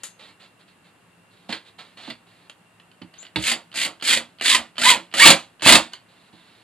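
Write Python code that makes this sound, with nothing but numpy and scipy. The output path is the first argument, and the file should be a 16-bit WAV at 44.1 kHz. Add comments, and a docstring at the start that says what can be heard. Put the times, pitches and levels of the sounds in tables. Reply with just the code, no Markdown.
"""Rasping drywall

The edge of a drywall sheet is trimmed with a hand rasp in a small, half-framed room. First the sheet is
rubbed and knocked against the studs; then come seven strokes that build in force: the rasp lands, its
teeth rip through the gypsum with a faint pitch, and the board drums along. The hardest strokes overload
the microphone."""
import sys
import numpy as np
from scipy import signal
from scipy.fft import rfft, irfft, next_fast_len
from scipy.io import wavfile

SR = 44100
rng = np.random.default_rng(int(sys.argv[2]) if len(sys.argv) > 2 else 0)


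def wav_out(sig):
    """Save sig, one row per channel (or a flat mono array), as 16-bit PCM at SR to the path in sys.argv[1]."""
    wavfile.write(sys.argv[1], SR, np.round(np.clip(np.atleast_2d(sig).T, -1, 1) * 32767).astype(np.int16))


N = 292779
TIME = np.arange(N) / SR
SIZE = next_fast_len(N + SR, True)
FREQS = np.maximum(np.arange(SIZE // 2 + 1) * SR / SIZE, 1)

# rasp strokes: (landing time [s], landing level [dB], fastest moment [s], half length [s], grit [dB],
# board drumming [dB], top tooth rate [Hz], tooth pitch against grit [dB])
STROKES = [ (3.385, -36.5, 3.483, .056, -18.8, -41.5, 1050, -12),
           (3.741, -30, 3.814, .058, -22.8, -41.5, 1130, -14),
           (4.024, -20.5, 4.115, .060, -13.3, -40, 1080, -12),
           (4.411, -17, 4.506, .060, -12, -37, 1100, -6.5),
           (4.781, -16.5, 4.881, .058, -9.7, -35, 1060, -1),
           (5.139, -14, 5.250, .065, -5.7, -32.5, 1200, 2.5),
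           (5.621, -18, 5.706, .053, -8.5, -32, 1134, -2), ]
# tone colour of a hard crack: (frequency [Hz], level [dB])
CRACK_SPECTRUM = [(30, -60), (100, -22), (400, -3.5), (900, -3.5), (1600, 4), (2400, 3), (4500, 6),
                  (5700, -20), (7600, -16), (11500, -24), (16000, -65)]
# tone colour of a bright tick: (frequency [Hz], level [dB])
TICK_SPECTRUM = [(300, -57.5), (2500, -33.5), (5000, -9.5), (7000, 0), (10000, -4.5), (12500, -14.5),
                 (14000, -42.5), (16000, -69)]


def from_db(db):
    """Decibels to gain."""
    return 10 ** (np.asarray(db) / 20)


def unit_power(x):
    """Scale to unit power."""
    return x / np.sqrt(np.mean(x ** 2) + 1e-20)


def over_hz(points):
    """Join (Hz, value) points on a log-frequency axis."""
    hz, value = np.transpose(points)
    return np.interp(np.log(FREQS), np.log(hz), value)


def drift(rate_hz):
    """Smooth random wobble with a spread of 1."""
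    knots = rng.standard_normal(N // 8)
    return np.interp(TIME * rate_hz, np.arange(len(knots)), knots) / np.sqrt(2 / 3)


def colour(x, spectrum, lift_db=0):
    """Minimum-phase EQ that keeps the power of white noise."""
    cepstrum = irfft(np.log(unit_power(from_db(over_hz(spectrum) + lift_db))), SIZE)
    cepstrum[1:SIZE // 2] *= 2
    cepstrum[SIZE // 2 + 1:] = 0
    return irfft(rfft(x, SIZE) * np.exp(rfft(cepstrum)), SIZE)[..., :N]


def narrow_noise(hz, width_hz):
    """Noise ringing in one resonance, at unit power."""
    r = np.exp(-np.pi * width_hz / SR)
    feedforward = np.sqrt((1 - r * r) / 2) * np.array([1, 0, -1])
    feedback = [1, -2 * r * np.cos(2 * np.pi * hz / SR), r * r]
    return signal.lfilter(feedforward, feedback, rng.standard_normal(N))


def stereo(mid, side, likeness):
    """Left and right from two unrelated signals, as alike as the table says."""
    alike = np.clip(over_hz(likeness), -.99, .99)
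    common = np.sqrt((1 + alike) / 2) * rfft(mid, SIZE)
    opposed = np.sqrt((1 - alike) / 2) * rfft(side, SIZE) * [[1], [-1]]
    return irfft(common + opposed, SIZE)[:, :N]


def grains(per_s, spread_db):
    """Crumbs break at random, a few much larger than the rest; mid and side streams."""
    sizes = from_db(spread_db * np.minimum(rng.exponential(1, (2, N)), 4))
    signs = rng.choice([-1, 1], (2, N))
    return unit_power(sizes * signs * (rng.random((2, N)) < per_s / SR))


def bursts(times, peak_db, t60):
    """Noise bursts that start at once and die away."""
    kicks = np.zeros(N)
    kicks[np.round(np.asarray(times) * SR).astype(int)] = from_db(peak_db)
    envelope = signal.lfilter([1], [1, -from_db(-60 / (t60 * SR))], kicks + 1e-18)
    return envelope * rng.standard_normal((2, N))


def push(start, length, db, change_db, attack_s, release_db_per_s):
    """Envelope of one push: a quick attack, a hold that swells or sags, a release."""
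    age = TIME - start
    attack = np.clip(1 + age / attack_s, 0, 1) ** 2
    held_db = db + change_db * np.clip(age / length, 0, 1)
    return attack * from_db(held_db - release_db_per_s * np.maximum(age - length, 0))


def room_tone(air_db=-58.5, whine_db=-69.5):
    """A bed of soft air with a faint hum and whine."""
    # tone colour of the air: (frequency [Hz], level [dB])
    air_spectrum = [(25, -39), (41, -26), (102, -10.5), (200, -8.5), (290, -7), (480, -11), (780, -10.5),
                    (1730, -13), (2770, -18), (4400, -24), (5820, -32), (7460, -24.5), (10500, -25.5),
                    (13000, -36.5), (15000, -42), (18000, -70)]
    # stereo image of the air: (frequency [Hz], left-right likeness [0-1])
    air_likeness = [(60, 0.6), (300, 0.71), (3000, 0.23), (7000, 0)]
    # bands of the hum: (frequency [Hz], width [Hz], level [dB])
    hum_bands = [(110, 6.4, -71.5), (174, 13, -66), (1120, 14, -81.5)]
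    air = from_db(air_db) * stereo(*colour(rng.standard_normal((2, N)), air_spectrum), air_likeness)
    hum = sum(from_db(db) * narrow_noise(hz, width) for hz, width, db in hum_bands)
    whine = from_db(whine_db) * narrow_noise(hz=2750, width_hz=60)
    return air + hum + whine


def echoes(early_db=-5, early_t60=0.12, late_db=-13, late_t60=0.23, wall_hz=5000):
    """Dense echoes from the near wall and studs, then a short, duller tail."""
    t = TIME[:SR // 2]
    early, late = rng.standard_normal((2, 2, len(t))) * (t > .0015)
    early = early * from_db(-60 * t / early_t60)
    late = signal.sosfilt(signal.butter(1, wall_hz, fs=SR, output="sos"), late)
    late *= from_db(-60 * t / late_t60)
    return (from_db(early_db) * unit_power(early) + from_db(late_db) * unit_power(late)) / np.sqrt(len(t))


def room(x, patterns=4):
    """The point of contact travels along the edge, so the pattern of echoes keeps changing."""
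    shares = np.array([drift(14) for _ in range(patterns)])
    shares /= np.sqrt(np.sum(shares ** 2, axis=0))
    return x + sum(signal.fftconvolve(x * share, echoes(), axes=1)[:, :N] for share in shares)


def squeak(top_hz=7300, top_s=3.213, arch_s=0.074):
    """A thin squeak: a near sine whose pitch arches up and over."""
    hz = top_hz * np.exp(-((TIME - top_s) / arch_s) ** 2)
    phase = 2 * np.pi * np.cumsum(hz * (1 + .006 * drift(900))) / SR
    gain = push(start=3.187, length=.042, db=-44, change_db=-2, attack_s=.008, release_db_per_s=4000)
    return np.sqrt(2) * gain * np.array([np.sin(phase), np.cos(phase)])


def clink(start_s=0.034, body_db=-35, bright_db=-33):
    """Thin steel rattles briefly and rings on."""
    # ring of the steel: (frequency [Hz], level [dB], t60 [s])
    modes = [(6450, -46, 0.27), (6950, -34, 0.11), (7280, -43, 0.16)]
    age = np.maximum(TIME - start_s, 0)
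    ring = sum(from_db(db - 60 * age / t60) * np.sin(2 * np.pi * hz * age) for hz, db, t60 in modes)
    rattle = bursts([start_s], 0, t60=0.17)
    body = from_db(body_db) * colour(rattle, CRACK_SPECTRUM)
    return ring + body + from_db(bright_db) * colour(rattle, TICK_SPECTRUM)


def board(force, spectrum):
    """The sheet answers with a few clear modes among many overlapping ones."""
    # ring of the board: (frequency [Hz], width [Hz], lift [dB])
    modes = [(178, 28, 4.5), (235.6, 16, 5.5), (319.6, 26, 6.5), (553, 26, 5.5), (693, 22, 5), (935, 24, 6),
             (1210, 24, 4)]
    lift_db = sum(db / (1 + (2 * (FREQS - hz) / width) ** 2) for hz, width, db in modes)
    return colour(force, spectrum, lift_db)


def rubs(level_db=-2):
    """The paper face slides under the hands with a fine-grained hiss."""
    # slides: (time [s], length [s], level [dB], swell [dB])
    slides = [(0.0, .02, -53, -5), (0.196, 0.11, -42, -6.5), (0.402, 0.043, -48, 3.5),
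              (0.596, .015, -53, 0), (0.68, .03, -53.5, -4), (0.847, .03, -54, -0.5), (1.311, .16, -58, 0),
              (1.495, 0.057, -30, -1.5), (1.652, 0.032, -50, 3), (1.79, .035, -35.5, -9),
              (1.84, 0.088, -52.5, -4), (1.974, .128, -41.5, 4), (2.27, 0.2, -54.5, -4),
              (3.138, .12, -53.5, 6.5), (5.923, 0.039, -46, -1), (6.087, 0.2, -55.5, -1),
              (6.33, 0.29, -53.5, -.5)]
    # tone colour of rubbed paper: (frequency [Hz], level [dB])
    paper_spectrum = [(30, -46), (150, -5.5), (500, -4), (1500, -3.5), (2700, -2), (4200, 0.5),
                      (5700, -20.5), (7500, -18), (11000, -28.5), (15000, -46.5)]
    sliding = sum(push(*row, attack_s=0.011, release_db_per_s=450) for row in slides)
    return from_db(level_db) * colour(grains(per_s=5500, spread_db=2.5) * sliding, paper_spectrum)


def knocks():
    """The sheet hits the studs with a crack and a thud; a firm push also sways it on its frame."""
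    # hits: (time [s], crack [dB], thud [dB], sway [dB])
    hits = [(1.492, -33, -26, -40), (1.526, -19, -34, -55), (2.077, -50, -31, -56), (2.101, -24, -39, -50),
            (3.015, -55, -32, -40), (3.359, -13.5, -21, -20.5), (4.972, -59, -27, -62),
            (6.332, -59.5, -48, -49)]
    # hollow body of the thud: (frequency [Hz], level [dB])
    thud_spectrum = [(25, -58.5), (90, -15), (150, -4.5), (250, 2.5), (330, 0.5), (420, -11.5), (600, -12),
                     (850, -7), (1400, -20), (3000, -41), (12000, -90)]
    # low end of the swaying sheet: (frequency [Hz], level [dB])
    sway_spectrum = [(25, -44), (45, -19), (65, -1), (100, 1), (190, 5.5), (320, -12.5), (700, -18.5),
                     (2000, -49.5), (10000, -95)]
    times, crack_db, thud_db, sway_db = np.transpose(hits)
    cracks = colour(bursts(times, crack_db, t60=0.056), CRACK_SPECTRUM)
    thuds = board(bursts(times, thud_db, t60=.085), thud_spectrum)
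    sway = colour(bursts(times, sway_db, t60=0.13), sway_spectrum)
    return cracks + thuds + sway


def taps(landing_treble_db=-22):
    """The tool ticks on the sheet's edge; at each stroke it catches twice, then lands."""
    # light taps: (time [s], peak [dB], treble against the peak [dB])
    light_taps = [(1.792, -42, -19), (1.974, -41, -13), (2.497, -33, -10), (2.799, -40.5, -35),
                  (2.915, -46, -28), (3.018, -32.5, -45), (3.139, -39, -18), (3.229, -35.5, -10),
                  (3.251, -35.5, -22), (3.265, -37, -22), (5.934, -24.5, -12.5)]
    # first teeth catching: (time before the landing [s], peak [dB])
    first_teeth = [(.025, -39.5), (.013, -34.5)]
    # body of a tap: (frequency [Hz], level [dB])
    tap_spectrum = [(30, -43.5), (100, -26), (400, -13), (1300, -6.5), (2500, -4), (3050, 4), (3600, -7),
                    (4500, -5), (5600, -24), (9000, -33), (13000, -44), (16000, -75.5)]
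    landings = [(s, db, landing_treble_db) for s, db, *_ in STROKES]
    catches = [(s - ahead, db, treble) for s, _, treble in landings for ahead, db in first_teeth]
    times, peak_db, treble_db = np.transpose(list(light_taps) + landings + catches)
    body = colour(bursts(times, peak_db, t60=0.03), tap_spectrum)
    ticks = colour(bursts(times, peak_db + treble_db, t60=0.017), TICK_SPECTRUM)
    return body + ticks


def arm_swings(rise_db=9, fall_db=11, flatness=2.6, drum_fade_db_per_s=350, lag_s=.012, arch_s=.085):
    """Cutting, drumming, tooth rate and evenness: the arm speeds up and slows down in every stroke."""
    cutting, drumming, tooth_hz, evenness = np.zeros((4, N))
    for lands, _, fastest, half, grit_db, drum_db, top_hz, pitch_db in STROKES:
        t, landed = TIME - fastest, TIME >= lands
        swing = from_db(-np.where(t < 0, rise_db, fall_db) * abs(t / half) ** flatness)
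        drag = from_db(-10 - 100 * abs(t)) * (t < 0)  # light drag grows from the landing into the swing
        cutting += landed * from_db(grit_db) * np.maximum(swing, drag)
        drumming += landed * from_db(drum_db - drum_fade_db_per_s * np.maximum(t - 1.5 * half, 0))
        arch = np.exp(-((t - lag_s) / arch_s) ** 2)
        tooth_hz = np.where(landed, top_hz * (.4 + .6 * arch), tooth_hz)
        settle_db = np.minimum(110 * t, 4.5)  # the teeth run more evenly as the stroke goes on
        evenness = np.where(landed, from_db(pitch_db + settle_db), evenness)
    return cutting, drumming, tooth_hz, evenness


def rasp(level_db=-1, chatter_db=2.0, bite=0.76, jitter=.04, wander=.02, uneven_above_db=-18):
    """Each row of teeth tears off a puff of crumbs; uneven grip makes the stroke chatter."""
    # the rasp binds and shakes the board: (time [s], length [s], drumming [dB], swell [dB])
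    binds = [(3.518, .012, -30.5, 0), (3.856, .018, -34.5, -1), (4.093, 0.0074, -33.5, 0),
             (4.156, .018, -31, 1), (4.533, .018, -32, 0), (4.907, .018, -30.5, 0),
             (5.256, .056, -11.5, -1), (5.663, .088, -15.5, 0.5), (5.76, .03, -23, -6)]
    # teeth snag in the gypsum: (time [s], peak [dB])
    snag_hits = [(3.468, -20), (3.516, -15.5), (3.756, -27), (3.815, -18.5), (3.849, -19.5), (4.085, -20),
                 (4.458, -14), (4.547, -9.5), (4.860, -17), (4.902, -4.5), (5.257, -1), (5.272, 0.5),
                 (5.303, -0.5), (5.669, -6), (5.691, 1), (5.723, 1), (5.753, -3)]
    # harmonics of the tooth pitch, fundamental first: (level [dB])
    harmonics_db = [-2.5, -.5, -1.5, -9]
    # tone colour of tearing gypsum: (frequency [Hz], level [dB])
    grit_spectrum = [(30, -51), (200, -24), (600, -15), (1000, -8), (1450, -7), (2000, -0.5), (3100, 1.5),
                     (4600, -1.5), (5700, -14.5), (7300, -6.5), (9800, -12), (12000, -18), (13500, -48.5),
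                     (16000, -81.5)]
    # tone colour of the drumming board: (frequency [Hz], level [dB])
    drum_spectrum = [(25, -26), (70, -11.5), (140, -9), (235, 0.5), (330, -1), (430, -7), (560, -0.5),
                     (900, -1), (1400, -1.5), (3000, -34.5), (14000, -75)]
    cutting, drumming, tooth_hz, evenness = arm_swings()
    binding = sum(push(*row, attack_s=0.0071, release_db_per_s=700) for row in binds)
    evenness /= 1 + (binding / from_db(uneven_above_db)) ** 2
    phase = 2 * np.pi * np.cumsum(tooth_hz * (1 + jitter * drift(500) + wander * drift(60))) / SR
    grip = from_db(chatter_db * drift(240))
    crumbs = grains(per_s=11000, spread_db=3.0) * (1 + bite * np.cos(phase))
    # when the teeth run evenly, the power of the stroke passes from the grit into the pitch
    effort = from_db(level_db) * grip * cutting / np.sqrt(1 + evenness ** 2)
    grit = colour(crumbs * effort, grit_spectrum)
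    partials = [from_db(db + 3.5 * drift(90)) * np.cos(k * phase) for k, db in enumerate(harmonics_db, 1)]
    fundamental = partials[0] * np.minimum(evenness, 1)  # only speaks once the teeth bite evenly
    tone = (fundamental + sum(partials[1:])) * evenness * effort * [[1], [0]]  # mid only
    drum = board(crumbs * grip * np.hypot(drumming, binding), drum_spectrum)
    snags = colour(bursts(*np.transpose(snag_hits), t60=0.076), grit_spectrum)
    return grit + tone + drum + snags


def scene(work_db=-3.5):
    """The work is to the right; the recorder's body shades and delays it differently at each port."""
    # stereo image of the work: (frequency [Hz], left-right likeness [0-1])
    likeness = [(60, 1), (600, 1), (3000, 1), (4800, 0.99), (6500, 0), (15000, 1)]
    # shading at the microphone ports: (frequency [Hz], left minus right [dB])
    balance = [(60, -3.5), (350, -7), (1200, -5.5), (2700, -2.5), (4200, -5.5), (5400, -8), (6400, 12.5),
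               (7800, 11.5), (9800, 9.5), (11500, -2)]
    # how far the left port leads: (frequency [Hz], phase [rad])
    left_lead = [(100, -0.5), (1000, 0.22), (4000, 0.82), (5500, 1.5), (6300, 2.5), (7200, .7), (9300, -1),
                 (11600, 1.1)]
    mid, side = room(rasp() + rubs() + knocks() + taps() + clink() + squeak())
    work = stereo(mid, side, likeness)
    shade = from_db(over_hz(balance) / 2 * [[1], [-1]])
    delay = np.exp(-1j * over_hz(left_lead) * [[0], [1]])
    at_ports = irfft(rfft(work, SIZE) * shade * delay, SIZE)[:, :N]
    return from_db(work_db) * at_ports + room_tone()


def record(dry, ceiling=.97, cutoff_hz=19500):
    """The hardest strokes clip near full scale; the very top of the treble is cut."""
    clipped = np.clip(dry, -ceiling, ceiling)
    return signal.sosfilt(signal.cheby2(12, 70, cutoff_hz, fs=SR, output="sos"), clipped)


dry = scene()
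out = record(dry)
wav_out(out)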